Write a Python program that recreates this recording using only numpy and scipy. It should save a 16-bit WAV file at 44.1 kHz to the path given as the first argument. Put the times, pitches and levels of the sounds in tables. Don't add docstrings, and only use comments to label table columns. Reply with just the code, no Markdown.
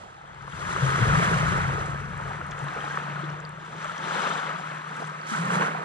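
import sys
import numpy as np
from scipy import signal
from scipy.fft import rfft, irfft, next_fast_len
from scipy.io import wavfile
from scipy.ndimage import uniform_filter1d

SR = 44100
rng = np.random.default_rng(int(sys.argv[2]) if len(sys.argv) > 2 else 0)


def pcm_store(signal):
    levels = np.round(np.clip(np.atleast_2d(signal), -1, 1) * 32767)
    wavfile.write(sys.argv[1], SR, levels.astype(np.int16).T)


N = 257544
TIME = np.arange(N) / SR
FFT_SIZE = next_fast_len(N + 4096)
BIN_HZ = np.maximum(np.arange(FFT_SIZE // 2 + 1) * SR / FFT_SIZE, 1)


def from_db(db):
    return 10 ** (np.asarray(db) / 20)


def unit_power(x):
    return x / np.sqrt(np.mean(x ** 2) + 1e-20)


def in_time(rows):
    times_s, *columns = np.transpose(rows)
    return [np.interp(TIME, times_s, column) for column in columns]


def in_frequency(rows):
    hz, *columns = np.transpose(rows)
    return [np.interp(np.log(BIN_HZ), np.log(hz), column) for column in columns]


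def panned(pan_db):
    return from_db(np.array([[.5], [-.5]]) * pan_db)


def add(out, start_s, sound):
    at = int(start_s * SR)
    out[:, at:at + sound.shape[-1]] += sound[..., :N - at]


def drift(rate_hz):
    decay = np.exp(-80 * np.pi * rate_hz / SR)
    noise = rng.standard_normal(N // 40 + 2002)
    slow = signal.lfilter([1], [1, -2 * decay, decay * decay], noise)[2000:]
    return np.interp(np.arange(N) / 40, np.arange(len(slow)), unit_power(slow))


def swells(crest_s, rise_s, fall_s, level_db, floor_db, swing=1):
    t = TIME - crest_s[:, None]
    shape_db = -10 * np.where(t < 0, (t / rise_s[:, None]) ** 2, t / np.abs(fall_s[:, None]))
    power = from_db(np.maximum(level_db[:, None] + swing * shape_db, -150)) ** 2
    return power, 10 * np.log10(power.sum(axis=0) + from_db(floor_db) ** 2)


def tilted(x, tilt_db, low_hz, high_hz):
    spectrum = rfft(x, FFT_SIZE)
    bass = irfft(spectrum / (1 + (BIN_HZ / low_hz) ** 10), FFT_SIZE)[:, :N]
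    treble = irfft(spectrum / (1 + (high_hz / BIN_HZ) ** 10), FFT_SIZE)[:, :N]
    return x + (from_db(-tilt_db) - 1) * bass + (from_db(tilt_db) - 1) * treble


def ring(clicks, hz, fade_s):
    decay = from_db(-60 / (fade_s * SR))
    step = 2 * np.pi * hz / SR
    return signal.lfilter([0, np.sin(step)], [1, -2 * decay * np.cos(step), decay ** 2], clicks + 1e-18)


def bubble(hz, fade_s, rise, lead_rad):
    t = TIME[:SR // 10]
    phase = 2 * np.pi * hz * t * (1 + rise * t / fade_s)
    envelope = (1 - np.exp(-2 * hz * t)) * np.exp(-np.log(1000) * t / fade_s)
    return envelope * np.sin(phase + np.array([[lead_rad], [0]]))


def bubble_cloud(low_hz, high_hz, per_s, cycles, size_db, clump_db, blur_db, pitches=24):
    out, together = np.zeros((2, N)), drift(28)
    for hz in np.geomspace(low_hz, high_hz, pitches):
        when, size, sign, side, chance = rng.random((5, 6000))
        at = (when * N).astype(int)
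        clump = from_db(clump_db * np.minimum((together + drift(20))[at] / np.sqrt(2), 1))
        height = from_db(size_db * np.minimum(-np.log(1 - size), 4.5)) * np.sign(sign - .5) * clump
        born = chance < per_s * N / SR / pitches / len(at)
        clicks = np.zeros((2, N))
        clicks[(2 * side).astype(int), at] = height * born
        out += np.sqrt(hz) * unit_power(ring(clicks, hz, cycles / hz))
    return unit_power(out) + from_db(blur_db) * rng.standard_normal((2, N))


# time_s, pan_db, aside (0 straight ahead, 1 off to the side)
WATER_PLACE = [(0.0, -4, 0), (0.37, 5, 0.47), (1.28, -0.5, 0.0071), (1.8, 0.5, 0.29), (2.34, 2.5, 0.974),
               (3.6, 2.5, 0.77), (4.35, 4, 1), (5.11, 2.5, 0.63), (5.27, -2, 0), (5.84, -3, 0.35)]
# pitch_hz, alike (0-1), pan_db, lead_ahead_rad, lead_aside_rad
MIC_OPENINGS = [(130, 0.95, 4.9, -0.2, -0.2), (260, 0.65, 0.0, -0.3, -0.3), (440, 0.85, 0.2, -0.8, -0.2),
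                (690, 0.4, -5.0, -1.9, 1.4), (860, 0.78, -1.8, -3.6, 1.9), (1150, 0.92, 1.5, -4.1, 1.9),
                (1270, 0.9, 4.7, -4.2, 1.8), (1500, 0.86, 1.7, -4.6, 1.15), (2400, 0.78, 1.2, -4.35, 1.1),
                (3600, 0.62, 3.0, -5.0, 0.45), (4650, 0.35, -3.6, -6.8, -0.2),
                (5200, 0.66, -0.9, -8.4, -1.3), (7500, 0.7, -1.2, -9.0, -2.4),
                (11000, 0.3, -2.8, -10.5, -4.2)]


def at_microphone(pair, tone_colour):
    alike, pan_db, lead_ahead, lead_aside = in_frequency(MIC_OPENINGS)
    _, aside = in_time(WATER_PLACE)
    shared, opposed = rfft(pair, FFT_SIZE) * from_db(in_frequency(tone_colour)[0])
    both_sides = np.sqrt(1 + alike) * shared + np.sqrt(1 - alike) * opposed * [[1], [-1]]
    left, right = both_sides * panned(pan_db)
    spectra = [left * np.exp(1j * lead_ahead), left * np.exp(1j * lead_aside), right]
    left_ahead, left_aside, right = irfft(spectra, FFT_SIZE)[:, :N]
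    left = (1 - aside) * left_ahead + aside * left_aside
    return np.array([left, right]) / np.std((left_ahead + right) / 2)


# pitch_hz, gain_db
WASH_COLOUR = [(100, -72), (450, -25), (750, -11.5), (1000, -1.5), (1170, -1), (1265, 1.5), (1380, -1.5),
               (1540, -2), (1720, -5), (2100, -10), (2600, -15.5), (3300, -23), (4400, -29.5),
               (6000, -68.5)]
GURGLE_COLOUR = [(90, -50.5), (170, 13.5), (250, -7), (350, -3.5), (520, -1), (720, 0.5), (950, 4),
                 (1400, -51.5)]
# crest_s, rise_s, fall_s, wash_db, gurgle_db, fizz_db, fizz_treble_db, gurgle_bass_db
LAKE_WAVES = [(.03, 0.5, 0.23, -53, -49.5, -62, -3, -1), (.38, 0.26, 2, -52, -55, -68.5, -4.5, -2),
              (.78, 0.23, 1.5, -40.5, -48, -58, 6, -1), (.97, .38, .48, -33, -39, -45.5, -1.5, 3),
              (1.26, 0.3528, 0.5, -28.5, -35, -42, 1.5, 4.5),
              (1.56, 0.2523, 0.16, -34.5, -43, -49, -1.5, 3), (1.82, -0.27, .12, -42, -39, -58, 2, 0),
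              (2.35, 0.25, 0.1944, -41, -44.5, -57.5, 0, -1), (2.69, 0.24, 0.5, -41.5, -45, -59, 1, 1),
              (2.96, 0.37, 0.5, -39, -43.5, -54, -1.5, -0.5),
              (3.22, 0.2286, 0.4, -43.5, -47.5, -65.5, -13.5, 1.5),
              (3.7, 0.12, 2, -47.5, -48.5, -60, -4.5, 1.5), (3.861, 0.1, 0.3, -40, -47.5, -54.5, -4, 2.5),
              (4.258, 0.26, 0.26, -32, -37, -46, -4.5, 0), (4.51, 0.23, 0.12, -39.5, -47, -56.5, -6, -2),
              (4.78, 0.3, 0.13, -40.5, -51.5, -56.5, -1, -1),
              (4.98, 0.18, 0.85, -40.5, -50.5, -57, -1.5, 2.5),
              (5.025, .06, -0.03, -55, -40.5, -65, -0.5, 0.5), (5.36, 0.11, 0.3, -35.5, -50.5, -51, -3, 4),
              (5.57, .16, 0.24, -31.5, -35.5, -59, 10, 3), (5.619, 0.0232, 0.09, -29.5, -31, -46, 1, 0.5),
              (5.79, 0.06, .15, -43, -42.5, -65, 2.5, -3.5)]


def waves():
    crest_s, rise_s, fall_s, wash_tops, gurgle_tops, fizz_tops, treble_db, bass_db = np.transpose(
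        LAKE_WAVES)
    _, wash_db = swells(crest_s, rise_s, fall_s, wash_tops, floor_db=-57)
    gurgle_power, gurgle_db = swells(crest_s, rise_s, fall_s, gurgle_tops, floor_db=-60.5)
    foam_crest_s = crest_s - 0.064 * rise_s
    foam_power, foam_db = swells(foam_crest_s, rise_s, fall_s, fizz_tops, floor_db=-73, swing=1.137)
    wash = bubble_cloud(585, 5046, per_s=7000, cycles=27.45, size_db=2.5, clump_db=1.5, blur_db=4.5,
                        pitches=40)
    wash = at_microphone(wash, WASH_COLOUR)
    gurgle = bubble_cloud(230.5, 1105, per_s=1200, cycles=23.4, size_db=2.5, clump_db=2, blur_db=-14)
    depth_db = bass_db @ gurgle_power / gurgle_power.sum(axis=0)
    gurgle = tilted(at_microphone(gurgle, GURGLE_COLOUR), -depth_db, low_hz=536, high_hz=656)
    water = from_db(wash_db) * wash + from_db(gurgle_db) * gurgle
    fizz = foam_and_spray(foam_power, foam_db, treble_db)
    pan_db, _ = in_time(WATER_PLACE)
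    return water * panned(0.71 * pan_db) + fizz * panned(pan_db)


# pitch_hz, gain_db
FIZZ_COLOUR = [(150, -58), (1800, -12.5), (3200, 4), (4700, -4.5), (5800, -1.5), (7800, -1.5),
               (10000, -10.5), (11500, -20.5), (13500, -18), (15000, -34.5)]
# crest_s, rise_s, fall_s, level_db, treble_db
SPRAY_SHEETS = [(.66, .13, 1.0, -52, 3), (5.298, 0.03, 0.26, -44.5, 3), (5.54, 0.04, 0.09, -44, 2.5)]


def foam_and_spray(foam_power, foam_db, foam_treble_db):
    *spray_shape, spray_treble_db = np.transpose(SPRAY_SHEETS)
    spray_power, fizz_db = swells(*spray_shape, floor_db=foam_db)
    total_power = foam_power.sum(axis=0) + spray_power.sum(axis=0)
    treble_db = (foam_treble_db @ foam_power + spray_treble_db @ spray_power) / total_power
    fizz = bubble_cloud(2585, 13300, per_s=3500, cycles=32, size_db=2, clump_db=5.5, blur_db=4.5)
    fizz = tilted(at_microphone(fizz, FIZZ_COLOUR), treble_db, low_hz=4530, high_hz=10000)
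    tick_db = 6.5 - 0.67 * np.maximum(fizz_db + 67, 0)
    return from_db(fizz_db) * (fizz + from_db(tick_db) * foam_ticks())


def foam_ticks(per_s=60, size_db=4, fade_s=0.00337):
    out = np.zeros((2, N))
    for when, size, pitch, side in rng.random((int(per_s * N / SR), 4)):
        height = from_db(size_db * min(-np.log(1 - size), 2))
        tick = bubble(3000 * 3 ** pitch, fade_s, rise=.04, lead_rad=-0.97)
        add(out, when * N / SR, height * tick * panned(10 * (side - .4)))
    return out


# crest_s, rise_s, fall_s, level_db
HUM_LEVELS = [(.72, 0.36, 8, -42), (.95, 0.05, 0.2, -32), (1.14, 0.1, .1, -24), (1.38, 0.31, 0.5646, -27.5),
              (3.336, 0.4, -0.03, -35), (3.63, 0.3, -0.5, -48), (4.1, 0.1, -0.1, -44.5),
              (4.35, 0.34, 3, -49), (5.41, 0.04, 0.1, -29), (5.52, 0.09, 0.24, -31)]
# time_s, pitch_hz, roughness (0-1)
HUM_NOTE = [(0, 140, 0.13), (1.2, 143, 0.82), (1.5, 137.5, 0.82), (1.7, 138, 0.21), (2.3, 143.9, 0.27),
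            (3.2, 146.4, 0.12), (3.7, 156, 0.23), (5.15, 153, 0.22), (5.45, 160.1, 0.69),
            (5.84, 158.6, 0.33)]
# time_s, depth_db
HUM_THROB = [(3.3, .7), (3.6, 2.8), (5.15, 2.8), (5.35, 1)]


def hum(shake_hz=29, above_hz=8, steady_s=0.0472, throb_hz=10):
    _, level_db = swells(*np.transpose(HUM_LEVELS), floor_db=-60)
    pitch_hz, rough = in_time(HUM_NOTE)
    noise = rng.standard_normal((2, N))
    shake = unit_power(signal.sosfilt(signal.butter(3, shake_hz, fs=SR, output="sos"), noise))
    shake = (shake[0] + 1j * shake[1]) * np.exp(2j * np.pi * above_hz * TIME)
    drone = np.sqrt(1 - rough) + np.sqrt(rough / 2) * shake
    drone /= np.sqrt(uniform_filter1d(np.abs(drone) ** 2, int(steady_s * SR)))
    tone = np.real(drone * np.exp(2j * np.pi * np.cumsum(pitch_hz) / SR))
    tone = signal.sosfilt(signal.butter(6, 109, "high", fs=SR, output="sos"), tone)
    throb = from_db(in_time(HUM_THROB)[0] * drift(throb_hz))
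    pan_db = np.interp(TIME, [1.5, 5.0], [5.2, 1.8])
    return from_db(level_db) * unit_power(tone * throb) * panned(pan_db)


# time_s, level_db
BREEZE_LEVEL = [(0.0, -54.5), (0.18, -59.5), (0.85, -36), (0.95, -40.5), (1.1, -25), (1.21, -37),
                (1.4, -31.5), (2.29, -41), (3.3, -65), (3.33, -54), (4.77, -69), (5.84, -75)]
# pitch_hz, gain_db
RUMBLE_COLOUR = [(12, -27), (25, -9), (40, 5.5), (55, 4.5), (75, 9.5), (110, 10.5), (170, 3.5), (235, -3.5),
                 (330, -52)]
# start_s, level_db, pitch_hz, fade_s
GUSTS = [(.818, -10.5, 134, 0.25), (1.003, -10.5, 117.5, 0.21), (1.075, -18.5, 90, .14),
         (1.11, -19, 124.3, .1), (1.168, -13.5, 153, 0.12), (1.585, -31, 120, 0.105),
         (2.615, -26.5, 142.5, 0.52)]


def breeze(swell_s=0.011):
    rumble = at_microphone(rng.standard_normal((2, N)), RUMBLE_COLOUR)
    out = from_db(in_time(BREEZE_LEVEL)[0]) * rumble
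    t = TIME[:SR // 2]
    for start_s, level_db, pitch_hz, fade_s in GUSTS:
        envelope = (1 - np.exp(-(t / swell_s) ** 2)) * np.exp(-np.log(1000) * t / fade_s)
        thud = envelope * np.sin(2 * np.pi * pitch_hz * t)
        add(out, start_s, from_db(level_db) * thud * panned(5.54))
    return out


# start_s, level_db, pitch_hz, fade_s
BIG_BUBBLES = [(.065, -37, 804, 0.027), (.18, -38.5, 780, .05), (.479, -21, 1104, 0.0144),
               (.683, -25, 1388, 0.022), (.705, -19.5, 1420, 0.015), (.763, -15.5, 1250, 0.0147),
               (.955, -15, 1420, .025), (.989, -16.5, 1279, 0.033), (1.228, -17, 1343, 0.033),
               (1.333, -15, 1380, .025), (2.311, -27, 785, .04), (2.413, -25.5, 1410, 0.0304),
               (2.533, -28.5, 1300, .03), (2.689, -22, 1285, 0.038), (2.764, -28.5, 442, 0.055),
               (2.767, -23.5, 1216, 0.024), (2.909, -24, 1600, 0.034), (2.973, -13.5, 1238, 0.016),
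               (2.974, -18, 1720, 0.017), (3.164, -26.5, 1445, 0.053), (3.232, -29, 329, 0.087),
               (3.289, -28, 1410, 0.022), (3.854, -26, 600, 0.033), (3.896, -22, 1320, 0.049),
               (4.109, -17, 1410, 0.016), (4.157, -23.5, 490, 0.049), (4.505, -18.5, 1220, 0.018),
               (4.597, -23.5, 760, 0.021), (4.955, -31, 1290, 0.1), (4.969, -29, 1460, 0.0166),
               (5.021, -28, 674, 0.027), (5.027, -26.5, 780, 0.028), (5.09, -27, 1561, .03),
               (5.315, -26, 214.5, 0.19), (5.337, -20.5, 1296, 0.036), (5.348, -18, 1510, .03),
               (5.349, -27.5, 920, .03), (5.62, -13, 1080, 0.029), (5.658, -19.5, 1340, 0.034),
               (5.75, -19.5, 745, 0.041)]
# start_s, level_db, pitch_hz, fade_s, pan_db
CLOSE_DROPS = [(.524, -35.5, 3180, 0.016, 0), (.72, -30, 3860, 0.007, 4), (2.177, -40, 7950, 0.0048, -8),
               (2.467, -44, 9150, 0.005, -14), (2.511, -31.5, 6760, 0.0022, 13.5),
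               (2.517, -34.5, 3346, .014, 7), (2.591, -37, 7190, 0.0053, 12), (2.685, -35, 3800, .012, 7),
               (2.806, -31, 3110, .016, 0), (3.242, -37, 3230, .014, 11), (3.302, -33, 5200, .0017, 13),
               (3.403, -35, 6900, 0.0033, 6.5), (3.451, -33.5, 4480, 0.012, 6),
               (3.493, -35, 8380, 0.0023, 5), (3.844, -35.5, 7440, 0.007, 4.5),
               (3.981, -30, 5850, 0.0058, 5.5), (5.051, -41, 6200, .006, 5), (5.214, -41, 4450, .012, -7),
               (5.259, -39, 4240, 0.0126, -2), (5.536, -29, 8250, .0038, -6.5)]


def plops_and_drops():
    out = np.zeros((2, N))
    for start_s, level_db, pitch_hz, fade_s in BIG_BUBBLES:
        plop = bubble(pitch_hz, fade_s, rise=0.021, lead_rad=1.455)
        add(out, start_s, from_db(level_db) * plop * panned(1.7))
    for start_s, level_db, pitch_hz, fade_s, pan_db in CLOSE_DROPS:
        tick = bubble(pitch_hz, fade_s, rise=0.088, lead_rad=-0.67)
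        add(out, start_s, from_db(level_db) * tick * panned(pan_db))
    return signal.sosfilt(signal.butter(2, 130, "high", fs=SR, output="sos"), out)


# start_s, length_s, top_level_db, drops_per_s
FLURRIES = [(2.504, 0.38, -35.5, 30), (3.653, 0.27, -41, 30), (4.93, .19, -40.5, 130),
            (5.331, .32, -30, 50)]


def spatter(low_hz=3780, high_hz=9300, fade_s=0.0042, spread_db=18, tries=60):
    out = np.zeros((2, N))
    for start_s, length_s, top_level_db, drops_per_s in FLURRIES:
        for when, size, pitch, side, chance in rng.random((tries, 5)):
            if chance < drops_per_s * length_s / tries:
                pitch_hz = low_hz * (high_hz / low_hz) ** pitch
                drop = bubble(pitch_hz, fade_s, rise=.04, lead_rad=-0.5) * panned(10 * (side - .3))
                add(out, start_s + when * length_s, from_db(top_level_db - spread_db * size) * drop)
    return out


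# start_s, level_db, pan_db
SAND_HITS = [(2.737, -42, 0), (3.65, -47, -1.5), (3.803, -48.5, 5), (3.921, -43, 8), (4.952, -44, -2.5),
             (4.963, -44.5, 0), (4.968, -36, 6), (4.991, -44, 6), (5.005, -41, -3), (5.012, -45, 3),
             (5.023, -47, 4), (5.073, -39, -3), (5.079, -43, 5), (5.098, -42, 1)]


def splats(low_hz=3800, high_hz=8700, fade_s=0.0064):
    out, t = np.zeros((2, N)), TIME[:SR // 100]
    band = signal.butter(2, [low_hz, high_hz], "band", fs=SR, output="sos")
    for start_s, level_db, pan_db in SAND_HITS:
        burst = rng.standard_normal(len(t)) * np.exp(-np.log(1000) * t / fade_s)
        crack = signal.sosfilt(band, burst)
        add(out, start_s, from_db(level_db) * crack / np.abs(crack).max() * panned(pan_db))
    return out


def scene():
    return waves() + plops_and_drops() + spatter() + hum() + breeze() + splats()


def record(dry, soften_hz=11500, cutoff_hz=15000):
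    soft = signal.sosfilt(signal.butter(4, soften_hz, fs=SR, output="sos"), dry)
    return signal.sosfilt(signal.ellip(10, .1, 80, cutoff_hz, fs=SR, output="sos"), soft)


dry = scene()
out = record(dry)
pcm_store(out)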